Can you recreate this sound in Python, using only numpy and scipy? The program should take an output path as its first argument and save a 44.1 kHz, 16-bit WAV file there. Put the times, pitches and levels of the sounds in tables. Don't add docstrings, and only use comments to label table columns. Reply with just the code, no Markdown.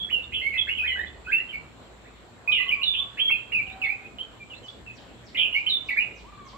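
import sys
import numpy as np
from scipy import signal
from scipy.fft import rfft, irfft, next_fast_len
from scipy.io import wavfile
from scipy.ndimage import uniform_filter1d, map_coordinates

SR = 44100
rng = np.random.default_rng(int(sys.argv[2]) if len(sys.argv) > 2 else 0)


def wrap_up_sound(samples):
    columns = np.atleast_2d(samples).T
    tamed = np.clip(columns, -1, 1)
    steps = np.round(tamed * 32767).astype(np.int16)
    wavfile.write(sys.argv[1], SR, steps)


N = 289737

LAG = 4.2 / SR
FURTHER = dict(direct_db=12.5, near_db=13.0, yard_db=2, left_db=-4, lag=LAG)
DOVE_PLACE = dict(direct_db=5.0, near_db=-9, yard_db=-0.5, left_db=1.0, lag=0)


def amp(db):
    return 10 ** (np.asarray(db) / 20)


def unit(x):
    return x / np.sqrt(np.mean(x ** 2) + 1e-20)


def along(points, hz):
    f, v = np.transpose(points)
    return np.interp(np.log(hz + 1), np.log(f + 1), v)


def wobble(rate, size):
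    knots = rng.standard_normal(int(size * rate / SR) + 4)
    return map_coordinates(knots, [np.arange(size) * rate / SR])


def filtered(x, response):
    n = x.shape[-1]
    m = next_fast_len(n + 2048)
    return irfft(rfft(x, m) * response(np.fft.rfftfreq(m, 1 / SR)), m)[..., :n]


def rush(spectrum, patchy_db):
    # pitch_hz, correlation (0 to 1)
    likeness = [(60, 0.91), (170, 0.26), (470, 0.67), (2000, 0), (7000, 0)]
    z = signal.stft(rng.standard_normal((2, N)), nperseg=512)[2]
    field = uniform_filter1d(rng.standard_normal(z.shape[1:]), size=6, axis=0)
    field = uniform_filter1d(field, size=14, axis=1)
    pair = signal.istft(z * amp(patchy_db * unit(field)), nperseg=512)[1][:, :N]

    def mid_side(hz):
        turn = np.arccos(np.clip(along(likeness, hz), -1, 1)) / 2
        return amp(along(spectrum, hz)) * [np.cos(turn), np.sin(turn)]

    mid, side = filtered(pair, mid_side)
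    return unit(np.array([mid + side, mid - side]))


def whistle(rows, edge=0.0022):
    # pitch_hz, gain_db
    treble = [(3200, 13.5), (5000, -10), (8000, -21.5), (12000, -7), (14500, -18.5), (16000, -19.5)]
    s, *cols = np.transpose(rows)
    t = np.arange(s[0], s[-1] + edge, 1 / SR)
    hz, db, *second = [np.interp(t, s, c) for c in cols]
    phase = 2 * np.pi * np.cumsum(hz * (1 + 0.013 * wobble(200, len(t)))) / SR
    voice, air_db = np.sin(phase), -43
    if second:
        air_db = -36
        beat_hz = second[0] * (1 + 0.2 * wobble(400, len(t)))
        voice = voice * (1 + 1.47 * np.sin(2 * np.pi * np.cumsum(beat_hz) / SR))
    overtones = sum(amp(along(treble, k * hz)) * np.sin(k * phase) for k in range(2, 7))
    air = unit(filtered(rng.standard_normal(len(t)), lambda f: amp(along(treble, f)) * (f > 4500)))
    fade = np.clip(np.minimum(t - t[0], t[-1] - t) / edge, 0, 1)
    envelope = amp(db + 2.75 * wobble(90, len(t))) * np.sin(fade * np.pi / 2) ** 2
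    return envelope * (voice + amp(-29) * overtones + amp(air_db) * air)


def heard(note, direct_db, near_db, yard_db, left_db, lag):
    t = np.arange(SR // 2) / SR
    shape = amp(near_db) * unit(amp(-60 * t / 0.13)) + amp(yard_db) * unit(amp(-60 * t / 0.52))
    shared, own = rng.standard_normal(len(t)), rng.standard_normal((2, len(t)))
    echoes = (0.75 * shared + 1.17 * own) * shape * np.clip(t / 0.0049, 0, 1) / np.sqrt(len(t))
    echoes = filtered(echoes, lambda f: amp(-18 * np.clip(np.log2((f + 1) / 4500), 0, 1)))
    echoes[:, 0] = amp(direct_db)
    left, right = signal.fftconvolve(note[None], echoes, axes=1)
    passed = np.hypot(np.linalg.norm(left), np.linalg.norm(right))
    steady = np.linalg.norm(note) * np.linalg.norm(echoes) / passed
    left = amp(left_db) * filtered(left, lambda f: np.exp(-2j * np.pi * f * lag))
    return steady * np.array([left, right])


def add(mix, s, sound):
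    part = mix[:, round(s * SR):][:, :sound.shape[1]]
    part += sound[:, :part.shape[1]]


def perform(notes, edge, **place):
    mix = np.zeros((2, N))
    for rows in notes:
        add(mix, rows[0][0], heard(whistle(rows, edge), **place))
    return mix


def traffic():
    # pitch_hz, relative density_db per Hz
    spectrum = [(20, -33.5), (60, -2), (135, -11), (170, -4), (700, -11), (2000, -18.5), (4140, -23),
                (5400, -43), (7000, -45.5)]
    return amp(-49.5 + 0.75 * wobble(13, N)) * rush(spectrum, patchy_db=2.0)


def engine_tones():
    # time_s, pitch_hz, level_db before a 1.5 dB cut and light smoothing
    passing = [(0.0, 69.26, -51.5), (0.967, 73.1, -43), (1.348, 66.8, -51)]
    # pitch_hz, half-width_hz at half amplitude, level_db
    hums = [(53.6, 2.5, -60.5), (115.8, 15, -59)]
    t = np.arange(N) / SR
    s, hz, db = np.transpose(passing)
    phase = 2 * np.pi * np.cumsum(np.interp(t, s, hz)) / SR
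    drone = amp(np.interp(t, s, db, right=-120) - 1.5) * np.sin(phase)
    mix = uniform_filter1d(drone, size=200)
    for centre, width, level_db in hums:
        band = filtered(rng.standard_normal(N), lambda f: 1 / (1 + ((f - centre) / width) ** 2))
        mix = mix + amp(level_db) * unit(band)
    return mix


def insect():
    # pitch_hz, relative density_db per Hz
    spectrum = [(6700, -15), (7200, -6), (7600, -2.5), (8200, -21), (15000, -53.5)]
    return amp(-64.5 + 0.35 * wobble(8.2, N)) * rush(spectrum, patchy_db=0.8)


def sung(s, slide, hold, from_hz, reached_hz, last_hz, db):
    hold_fade_db = 6
    settle_time, settle_drift = .4, .62
    soft_db = 25 * abs(np.log2(from_hz / reached_hz))
    settled_hz = reached_hz + settle_drift * (last_hz - reached_hz)
    return np.array([
        (s, from_hz, db - soft_db),
        (s + slide, reached_hz, db),
        (s + slide + settle_time * hold, settled_hz, db - settle_time * hold_fade_db),
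        (s + slide + hold, last_hz, db - hold_fade_db),
    ])


def bulbul():
    # start_s, slide_s, hold_s, slide_from_hz, reached_hz, last_hz, level_db before its place
    song = [ (0.0, 0.00067, 0.036, 3750, 3447, 3310, -21), (0.087, 0.024, 0.089, 1620, 3017, 2663, -17),
            (0.413, 0.063, 0.04, 2085, 2244, 2220, -21.5), (0.526, 0.015, 0.022, 2860, 2060, 2056, -19),
            (0.555, 0.026, 0.012, 2558, 2660, 2520, -20), (0.573, 0.01, 0.043, 2790, 3490, 3257, -16.5),
            (0.669, 0.014, .02, 1470, 2176, 2220, -20.5), (0.689, 0.0069, 0.038, 2285, 2840, 2930, -18),
            (0.771, 0.016, .08, 3220, 2560, 2532, -17), (0.825, 0.052, 0.0041, 1338, 2413, 2520, -18),
            (0.874, 0.012, 0.091, 2400, 2077, 1960, -25), (0.873, 0.0069, 0.052, 3430, 3090, 2924, -20),
            (.955, .03, .055, 1500, 1764, 2000, -23.5), (1.268, 0.041, 0.0042, 1413, 1702, 1780, -25),
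            (1.312, .013, 0.062, 1767, 2637, 2731, -11.5), (2.475, .01, 0.053, 2360, 2525, 2406, -13.5),
            (2.518, .01, 0.057, 3054, 2990, 2740, -17.5), (2.574, 0.02, 0.072, 2140, 1980, 2065, -22.5),
            (2.679, 0.0052, 0.02, 3140, 3010, 2670, -14.5), (2.707, 0.011, 0.036, 2044, 2465, 2288, -14.5),
            (2.812, 0.01, 0.013, 2455, 2810, 3020, -14), (2.833, .025, .07, 3930, 3606, 3463, -16.5),
            (2.98, 0.0066, .05, 3380, 3547, 3544, -21.5), (3.168, 0.03, 0.0022, 1526, 2846, 2810, -14.5),
            (3.172, 0.02, 0.0033, 2530, 2930, 3050, -25.5), (3.192, 0.013, 0.1, 2990, 3276, 3228, -16.5),
            (3.293, 0.0054, 0.017, 2170, 2230, 2143, -22.5), (3.304, 0.006, 0.042, 2275, 2710, 2460, -13.5),
            (3.517, 0.0074, 0.078, 1830, 2822, 2314, -14), (3.816, 0.0073, 0.042, 2795, 2636, 2028, -15.5),
            (3.878, 0.006, 0.051, 2070, 2242, 2498, -16), (5.345, .008, 0.0021, 1865, 2900, 2960, -18.5),
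            (5.354, 0.02, .075, 1970, 2367, 2500, -22.5), (5.526, 0.0088, 0.028, 2765, 3080, 2690, -16),
            (5.546, .027, 0.029, 2056, 2397, 2420, -16), (5.66, 0.0077, 0.011, 2140, 3086, 3030, -12),
            (5.691, 0.013, .068, 4315, 3764, 3485, -16.5), (5.885, 0.0078, 0.035, 2970, 2280, 2240, -17),
            (5.902, 0.0055, 0.021, 2140, 1965, 1997, -18), (5.961, .017, 0.048, 1517, 2395, 2511, -14),
            (5.999, 0.012, 0.0071, 2720, 2900, 2700, -20), ]
    # start_s, slide_s, hold_s, slide_from_hz, reached_hz, last_hz, level_db before its place
    rattles = [ (0.32, 0.023, 0.069, 2300, 3136, 2876, -21.5), (2.517, 0.0042, 0.11, 3460, 3456, 2590, -20),
               (2.936, .015, .04, 2815, 2966, 3280, -21), (5.369, 0.005, 0.092, 3400, 3225, 2714, -18), ]
    notes = [sung(*row) for row in song]
    for row in rattles:
        rows = sung(*row)
        beat_hz = np.interp(rows[:, 0], rows[[0, -1], 0], [322.7, 188])
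        notes.append(np.c_[rows, beat_hz])
    return perform(notes, edge=0.0022, direct_db=-3, near_db=-2, yard_db=-10, left_db=-5, lag=LAG)


def hops():
    # start_s, level_db before an 11.5 dB boost, the resonance and its place
    landings = [(0.113, -38), (0.564, -40), (1.649, -40.5), (3.301, -30)]
    mix, t = np.zeros((2, N)), np.arange(SR // 50) / SR

    def wood(f):
        return (1j * f * 600 / (1050 ** 2 - f * f + 1j * f * 600)) ** 2

    for s, db in landings:
        knock = filtered(rng.standard_normal(len(t)) * amp(-60 * t / 0.04), wood)
        sound = amp(db + 11.5) * knock
        add(mix, s, heard(sound, direct_db=1.0, near_db=-21.0, yard_db=-19.0, left_db=-2.0, lag=LAG))
    return mix


def far_pips():
    # start_s, level_db before its place
    calls = [(.23, -50), (1.064, -51), (3.843, -49.5), (4.682, -43.5)]
    pip_s, pip_hz = 0.0099, 3490
    notes = [[(s, pip_hz, db), (s + pip_s, pip_hz, db)] for s, db in calls]
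    return perform(notes, edge=0.0006, **FURTHER)


def neighbours():
    # start_s, first_hz, last_hz, level_db before its place
    replies = [ (1.248, 2480, 2595, -52), (1.383, 1800, 2116, -51.5), (1.485, 3150, 2806, -48.5),
               (1.527, 2367, 2208, -45), (2.045, 1600, 2480, -63), (3.356, 3370, 2940, -52.5),
               (3.697, 3530, 3920, -61.5), (4.185, 2996, 3168, -44), (4.399, 2395, 2390, -52.5),
               (4.499, 3076, 2690, -50.5), (4.534, 3310, 4130, -58.5), (4.63, 3060, 2970, -59),
               (4.864, 2677, 2527, -50), (3.666, 2950, 2346, -51.5), (4.028, 2443, 2580, -56), ]
    slide_s, length_s = 0.036, 0.0397
    notes = [[(s, first_hz, db), (s + slide_s, last_hz, db), (s + length_s, last_hz, db)]
             for s, first_hz, last_hz, db in replies]
    return perform(notes, edge=0.0006, **FURTHER)


def dove():
    # start_s, length_s, first_hz, last_hz
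    coos = [ (2.464, 0.055, 907, 1198), (2.598, 0.036, 1176, 1165), (2.651, 0.045, 1125, 1082),
            (2.752, 0.092, 1153, 1073), (2.992, 0.093, 1103, 1118), (6.241, 0.065, 909, 1182),
            (6.321, 0.056, 1204, 1164), (6.39, 0.036, 1205, 1138), (6.443, 0.037, 1120, 1077),
            (6.531, 0.038, 993, 1134), ]
    slide_share, db = 0.73, -52.5
    notes = [[(s, first_hz, db), (s + slide_share * length, last_hz, db), (s + length, last_hz, db)]
             for s, length, first_hz, last_hz in coos]
    return perform(notes, edge=0.0028, **DOVE_PLACE)


def low_whistle():
    # time_s, pitch_hz, level_db before its place
    hoot = [(3.55, 735, -77.5), (3.75, 767, -51), (3.92, 776, -55), (4.12, 804, -70.5)]
    return perform([hoot], edge=0.0028, **DOVE_PLACE)


def far_chips():
    starts_s = 4.632 + .303 * np.arange(7)
    notes = [[(s, 6700, -62), (s + .025, 5400, -61), (s + .05, 3000, -60)] for s in starts_s]
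    return perform(notes, edge=0.0022, direct_db=-2.5, near_db=-10.0, yard_db=12.5, left_db=-1.5, lag=0)


def scene():
    background = traffic() + engine_tones() + insect()
    near = bulbul() + hops()
    far = far_pips() + neighbours() + dove() + low_whistle() + far_chips()
    return background + near + far


def record(dry):
    return filtered(dry, lambda hz: hz < 15700)


dry = scene()
out = record(dry)
wrap_up_sound(out)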